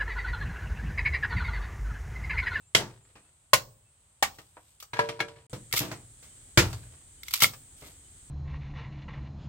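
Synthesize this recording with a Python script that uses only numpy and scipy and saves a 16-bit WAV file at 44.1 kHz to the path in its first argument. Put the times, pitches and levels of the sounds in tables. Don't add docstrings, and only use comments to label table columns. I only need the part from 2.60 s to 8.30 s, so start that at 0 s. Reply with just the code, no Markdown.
import sys
import numpy as np
from scipy import signal
from scipy.fft import rfft, irfft
from scipy.io import wavfile
from scipy.ndimage import uniform_filter1d

SR = 44100
rng = np.random.default_rng(int(sys.argv[2]) if len(sys.argv) > 2 else 0)


def wrap_up_sound(samples):
    columns = np.atleast_2d(samples).T
    tamed = np.clip(columns, -1, 1)
    steps = np.round(tamed * 32767).astype(np.int16)
    wavfile.write(sys.argv[1], SR, steps)


N = 251370
T = np.arange(SR // 2) / SR


def amp(db):
    return 10 ** (np.asarray(db) / 20)


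def unit(x):
    return x / np.sqrt(np.mean(x ** 2) + 1e-20)


def read(points, hz):
    freqs, values = np.transpose(points)
    return np.interp(np.log(hz + 1), np.log(freqs + 1), values)


def add(mix, start_s, sound):
    part = mix[:, max(round(start_s * SR), 0):][:, :sound.shape[1]]
    part += sound[:, :part.shape[1]]


# freq_hz, coherence
MIC_COHERENCE = [(100, 1), (400, 0.85), (1000, 0.8), (3000, 0.41), (8000, 0.17), (16000, 0.14)]
def coloured(pair, spectrum, diffuse=False, bass_db=0, treble_db=0):
    hz = np.fft.rfftfreq(pair.shape[1], 1 / SR)
    first, second = rfft(pair)
    coherence = np.sinc(hz / 1500) if diffuse else read(MIC_COHERENCE, hz)
    mid, side = first * np.sqrt(1 + coherence), second * np.sqrt(1 - coherence)
    shaped = np.array([mid + side, mid - side]) * amp(read(spectrum, hz)) * hz / np.hypot(hz, 20)
    shelves = amp(bass_db / (1 + (hz / 420) ** 4) + treble_db * hz ** 2 / (hz ** 2 + 5000 ** 2))
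    return irfft(shaped * shelves, pair.shape[1]) / irfft(shaped).std()


def burst(spectrum, t60, bass_db=0, treble_db=0, hold_s=0):
    t = T[:len(T) // 2]
    hz = np.fft.rfftfreq(len(t), 1 / SR)
    centres_hz = np.arange(0, SR / 2, 70)
    ripple_db = 2 * np.interp(hz, centres_hz, rng.standard_normal(len(centres_hz))) * hz / (hz + 1500)
    low_cut = hz ** 2 / (hz ** 2 + 40 ** 2)
    noise = coloured(rng.standard_normal((2, len(t))), spectrum, False, bass_db, treble_db)
    crowd = irfft(rfft(noise) * amp(ripple_db) * low_cut, len(t))
    envelope = amp(-60 * np.maximum(t - hold_s, 0) / t60) * (1 - np.exp(-t / 0.001))
    return np.pad(crowd * envelope, [(0, 0), (0, len(T) - len(t))])


def ring(modes, rise_s=0.00021):
    out = np.zeros((2, len(T)))
    for hz, db, t60 in modes:
        phase, side = rng.random(2)
        skew = 0.8 * np.sign(side - .5) * np.arccos(read(MIC_COHERENCE, hz))
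        out += amp(db - 60 * T / t60) * np.sin(2 * np.pi * (hz * T + phase) + np.array([[skew], [-skew]]))
    return out * (1 - np.exp(-T / rise_s))


def crackle(contour, spectrum, per_s, spread_db, grain_s=0.00098):
    times, levels_db = np.transpose(contour)
    t = np.arange(times[0], times[-1], 1 / SR)
    ticks = (rng.random(SR) < per_s / SR) * amp(spread_db * np.minimum(rng.exponential(1, SR), 3))
    grains = signal.lfilter([1], [1, -np.exp(-1 / (grain_s * SR))], ticks) * rng.standard_normal((2, SR))
    return times[0], coloured(grains, spectrum)[:, :len(t)] * amp(np.interp(t, times, levels_db))


def spurt(peak_s, db, rise_s, fade_s):
    return [(peak_s - rise_s, db - 14), (peak_s, db), (peak_s + min(fade_s, .69), db - 60)]


# freq_hz, density_db
FIELDS_FAR = [(20, -21.5), (50, -6), (100, -2.5), (250, -24.5), (1100, -23.5), (2000, -26), (3400, -25.5),
              (5600, -32), (6800, -24), (8250, -12), (9300, -20.5), (10500, -33.5), (13000, -37),
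              (16000, -39.5)]
FIELDS_NEAR = [(15, -51.5), (25, -5.5), (53, 0), (108, -3), (190, -16.5), (249, -14.5), (531, -23.5),
               (988, -26), (2050, -23), (2760, -27), (3080, -22.5), (5570, -28), (8360, -7.5), (11000, -33),
               (16000, -34)]
def insects(spectrum, db, waver_db=0.52):
    t = np.arange(N) / SR
    waver = sum(np.sin(2 * np.pi * (hz * t + rng.random())) / np.sqrt(hz) for hz in np.geomspace(.7, 14, 12))
    return amp(db + waver_db * unit(waver)) * coloured(rng.standard_normal((2, N)), spectrum, diffuse=True)


def chirp(start_hz, end_hz, db, length_s=0.083):
    glide = np.linspace(start_hz, end_hz, int(length_s * SR))
    waver = unit(uniform_filter1d(rng.standard_normal(SR), size=300))[:len(glide)]
    phase = 2 * np.pi * np.cumsum(glide * (1 + 0.0043 * waver)) / SR
    return np.ones((2, 1)) * amp(db) * np.hanning(len(glide)) * np.sin(phase)


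# start_s, interval_s, pitch_hz, level_db
BIRD_WHISTLES = [(0.0, .617, 2650, -75), (3.68, .87, 3050, -69.5)]
# start_s, level_db
BIRD_SWEEPS = [(.042, -61), (.413, -62)]
def birds():
    out = np.zeros((2, N))
    for start_s, interval_s, hz, db in BIRD_WHISTLES:
        for k in range(3):
            add(out, start_s + k * interval_s, chirp(hz, hz, db))
    for start_s, db in BIRD_SWEEPS:
        add(out, start_s, chirp(6900, 8200, db))
    return out


# start_s, crack_db, hold_s, crack_t60_s, deck_db, rebound_db,
# ring_t60_s, first_ring_hz, first_ring_db, second_ring_hz, second_ring_db
CLUB_BLOWS = [(0.1485, -10.5, 0.0019, 0.042, -31.5, -19.5, 0.031, 2023, -6.5, 3060, -12.5),
              (0.9324, -11, 0.005, 0.067, -33, -36.5, 0.04, 1050, -8, 562.7, -15.5),
              (1.625, -15, 0.00087, 0.079, -54, -45, 0.034, 780, -11, 612, -18.5),
              (3.9734, -11, 0.0013, 0.14, -16, -17.5, 0.062, 340, -8, 1464, -14)]
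# freq_hz, density_db
CRACK_SPECTRA = [
    [(80, -2.5), (300, -1.5), (600, -2.5), (1050, -5), (1400, -2), (2100, 1), (2600, -4.5), (3200, 3.5),
     (4200, -3), (7500, -6.5), (11000, -15), (16000, -23)],
    [(80, -9), (300, -15), (550, 1.5), (1100, -2.5), (1300, -3.5), (2200, 0.5), (4000, -4), (7500, -6.5),
     (9500, -12.5), (16000, -15)],
    [(80, -3.5), (350, -14.5), (600, -12.5), (850, 7.5), (1300, 0.5), (2100, 6), (3000, 0), (7800, -3.5),
     (10000, -12.5), (16000, -11.5)],
    [(80, 13), (300, -0.5), (550, 7), (720, -8), (1000, 0), (1500, 4), (2200, 4), (4000, 1), (7500, -4),
     (10000, -11), (16000, -15.5)],
]
def blows():
    out = np.zeros((2, N))
    for (start_s, db, hold_s, t60, deck_db, rebound_db, *_), crack in zip(CLUB_BLOWS, CRACK_SPECTRA):
        add(out, start_s, amp(db) * burst(crack, t60, hold_s=hold_s) + deck_thump(deck_db))
        rebound = amp(rebound_db) * burst(crack, t60=0.12, bass_db=3.5, treble_db=-0.5)
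        add(out, start_s + 0.013, rebound)
        landing = knock(rebound_db - 13, t60=0.26, resonance_hz=897, bass_db=10, treble_db=-8)
        add(out, start_s + 0.046, landing)
        add(out, *settling_slats(start_s, rebound_db - 39))
    return out


# pitch_hz, level_db, t60_s
DECK_MODES = [(73.5, -11, 0.22), (89, -11, 0.13), (117.4, 1, .2), (131.5, -1, 0.14), (155, -13, 0.14),
              (238, -7, 0.032), (308, -10, .12)]
def deck_thump(db):
    sway = sum(amp(mode_db - 60 * T / t60) * np.sin(2 * np.pi * hz * T) for hz, mode_db, t60 in DECK_MODES)
    return amp(db) * sway * (1 - np.exp(-T / 0.0078))


def culm_rings(detune=0.056):
    out = np.zeros((2, N))
    for start_s, *_, t60, first_hz, first_db, second_hz, second_db in CLUB_BLOWS:
        modes = [(first_hz, first_db, t60), (second_hz, second_db, t60)]
        partners = [(hz * (1 + detune), db - 6, t60) for hz, db, _ in modes]
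        add(out, start_s, ring(modes + partners, rise_s=0.00086))
    return out


# freq_hz, density_db
SLAT_SPECTRUM = [(80, -24), (300, 2.5), (900, -1.5), (1800, -1), (3000, -3.5), (4500, -7.5), (8000, -17.5),
                 (16000, -32)]
def settling_slats(start_s, db, length_s=0.55, fade_db=17.5):
    contour = [(start_s, db), (start_s + length_s, db - fade_db)]
    return crackle(contour, SLAT_SPECTRUM, per_s=68, spread_db=2, grain_s=.009)


# freq_hz, t60_s
THATCH_DECAY = [(80, 0.73), (250, 0.41), (700, .42), (2000, 0.17), (6000, 0.33), (12000, 0.16),
                (16000, 0.55)]
def shelter_echoes(sound, early_db=-9, late_db=-15):
    late_spectrum = [(100, 8.0), (700, -2.9), (3000, -7.0), (16000, -2)]
    early_spectrum = [(100, -7), (1000, 2.0), (3000, -2), (7000, 1.0), (16000, -4)]
    noise = coloured(rng.standard_normal((2, len(T))), late_spectrum, diffuse=True)
    hz, t, bands = signal.stft(noise, SR, nperseg=256)
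    bands *= amp(-60 * t / read(THATCH_DECAY, hz)[:, None])
    late = signal.istft(bands, SR, nperseg=256)[1][:, :len(T)]
    late *= np.clip((T - .008) / 0.004, 0, 1)
    early = coloured(rng.standard_normal((2, len(T))), early_spectrum, diffuse=True)
    early *= amp(-60 * T / 0.14) * (T > .003)
    echo = amp(early_db) * early / np.linalg.norm(early[0]) + amp(late_db) * late / np.linalg.norm(late[0])
    return signal.oaconvolve(sound, echo, axes=1)[:, :N]


# freq_hz, density_db
WOOD_SPECTRUM = [(60, -11.5), (200, -4), (550, 1), (1200, -0.5), (2200, -3), (4000, -5.5), (7500, -8),
                 (10000, -19.5), (16000, -16)]
def knock(db, t60, resonance_hz, bass_db, treble_db):
    hz = np.geomspace(60, 16000, 200)
    resonance_db = 8 * np.exp(-(np.log2(hz / resonance_hz) / 0.12) ** 2)
    spectrum = np.c_[hz, read(WOOD_SPECTRUM, hz) + resonance_db]
    deck_db = db + bass_db + 10 * np.log10(t60) - 4.5
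    return amp(db) * burst(spectrum, t60, bass_db, treble_db) + deck_thump(deck_db)


# start_s, level_db, t60_s, resonance_hz, bass_db, treble_db
HANDLING_KNOCKS = [(0.554, -49.5, 0.19, 2530, 4.5, -12), (1.785, -42.5, 0.1, 1236, 2, -3.5),
                   (1.9679, -40.5, 0.096, 967, -6.5, -44), (2.225, -45.5, .06, 1180, -15.5, 17.5),
                   (2.93, -39, 0.16, 540, 19, 0.5), (3.136, -20, 0.042, 1970, 1.5, 4.5),
                   (3.204, -34, 0.42, 308, 11, -6), (3.314, -34.5, 0.14, 2010, 8.5, -0.5),
                   (3.625, -56, 0.3, 2130, 2, 12), (4.1284, -36, 0.084, 4644, -12, 3),
                   (4.8226, -17, .046, 1240, 3.5, -26), (4.8429, -18, 0.017, 1340, 0.5, -2),
                   (4.9343, -40.5, 0.074, 2620, -17, 3), (5.2184, -49, 0.36, 2100, 11, -13.5)]
def handling():
    out = np.zeros((2, N))
    for start_s, *stroke in HANDLING_KNOCKS:
        add(out, start_s, knock(*stroke))
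    return out


# peak_s, level_db, rise_s, fade_s
CRACKLE_SPURTS = [(1.77, -58, .08, 0.48), (2.11, -68, .25, .4), (2.203, -49, 0.0052, 0.17),
                  (3.178, -24.5, .05, 0.19), (4.058, -49.5, 0.028, 0.81), (4.712, -42.5, .06, 0.26),
                  (4.749, -30, 0.021, 0.21), (4.837, -15.5, 0.035, .1), (5.276, -50.5, 0.11, 0.28)]
# freq_hz, density_db
FIBRE_SPECTRUM = [(100, -21.5), (700, -16), (1200, -1.5), (1650, -7.5), (2300, 2), (3400, 6.5), (5000, 4),
                  (8000, 0.5), (10500, -4), (13000, 4), (16000, -5)]
def crackling_spurts():
    out = np.zeros((2, N))
    for row in CRACKLE_SPURTS:
        add(out, *crackle(spurt(*row), FIBRE_SPECTRUM, per_s=1800, spread_db=3.5))
    return out


# start_s, ring_db, favoured_hz, clack_db, deck_db
STAVE_BOUNCES = [(2.3329, -32, 1350, -33.5, -40), (2.367, -37, 1800, -54, -57),
                 (2.3908, -16.5, 1105, -24, -35), (2.488, -45, 870, -28, -39),
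                 (2.592, -39, 885, -40.5, -70), (2.6028, -21, 2630, -23.5, -38),
                 (2.683, -51, 810, -43, -45), (2.761, -57.5, 2000, -58, -49)]
# pitch_hz, level_db, t60_s
STAVE_MODES = [(455, -3.5, 0.53), (583.7, -3.5, 0.32), (976, 3, 0.067), (960, -16.5, 0.5), (1342, -9, 0.14),
               (1646, -0.5, 0.11), (1735, -9.5, 0.18), (2214, 2, 0.06), (2400, -7.5, 0.13),
               (2700, -20, 0.056), (3345, -11.5, 0.095), (4180, 1.5, 0.017)]
def bouncing_stave(selectivity=1.73):
    out = np.zeros((2, N))
    for start_s, ring_db, favoured_hz, clack_db, deck_db in STAVE_BOUNCES:
        modes = []
        for hz, db, t60 in STAVE_MODES:
            mismatch = selectivity * (hz / favoured_hz - favoured_hz / hz)
            modes.append((hz, db - 10 * np.log10(1 + mismatch ** 2), t60))
        clack = amp(clack_db) * burst(SLAT_SPECTRUM, t60=0.081)
        add(out, start_s, clack + amp(ring_db) * ring(modes) + deck_thump(deck_db))
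    return out


def scraping_stave(first_db=-40.5, slowing_db_per_s=45.5, rise_s=0.0033):
    out = np.zeros((2, N))
    for start_s, *_ in STAVE_BOUNCES:
        db = first_db - slowing_db_per_s * (start_s - STAVE_BOUNCES[0][0])
        contour = spurt(start_s + rise_s, db, rise_s, fade_s=0.43)
        add(out, *crackle(contour, SLAT_SPECTRUM, per_s=2200, spread_db=-1.0))
    return out


# start_s, snap_db, blade_db
FIBRE_SNAPS = [(3.112, -50.5, -54.5), (3.126, -16.5, -35.5), (3.1731, -35.5, -31), (3.179, -23.5, -48),
               (3.191, -19, -57), (4.6328, -33.5, -49.5), (4.6827, -29, -44), (4.7083, -30.5, -54),
               (4.7373, -11, -34.5), (4.804, -19.5, -46), (4.819, -28, -33), (4.8212, -7, -26),
               (4.8427, -13.5, -16)]
def snapping():
    out = np.zeros((2, N))
    for start_s, db, _ in FIBRE_SNAPS:
        add(out, start_s, amp(db) * burst(FIBRE_SPECTRUM, t60=0.025))
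    return out


# pitch_hz, level_db, t60_s
BLADE_MODES = [(1370, -4.5, 0.028), (1340, -1.5, 0.032), (2120, 2, 0.032), (2145, 13, 0.025),
               (2546, -11.5, .03), (3270, -3, 0.035), (4600, -9.5, 0.033)]
def blade_rings():
    out = np.zeros((2, N))
    for start_s, _, blade_db in FIBRE_SNAPS:
        add(out, start_s, amp(blade_db) * ring(BLADE_MODES))
    return out


def scene(pause_start_s=2.867, pause_end_s=2.897):
    t = np.arange(N) / SR
    near = t > pause_start_s
    hits = blows() + handling()
    rings = culm_rings() + blade_rings()
    crackles = snapping() + crackling_spurts() + scraping_stave()
    bounces = bouncing_stave()
    left, right = hits + rings + crackles + bounces
    late_left, late_right = np.roll([left, right], 4, axis=1)
    direct = np.where(near, [late_left, right], [left * amp(0.82), late_right])
    echoes = shelter_echoes(hits + amp(-5) * rings + amp(-3) * crackles + amp(-2) * bounces)
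    outdoors = np.where(near, insects(FIELDS_NEAR, db=-53.5), insects(FIELDS_FAR, db=-63.5)) + birds()
    return (direct + echoes + outdoors) * ((t < pause_start_s) | (t > pause_end_s))


def record(dry, cutoff_hz=16100):
    rounded = dry / (1 + dry ** 6) ** (1 / 6)
    lowpass = signal.firwin(255, cutoff_hz, window=("kaiser", 7), fs=SR)
    return signal.oaconvolve(rounded, lowpass[None], "same")


dry = scene()
out = record(dry)
wrap_up_sound(out)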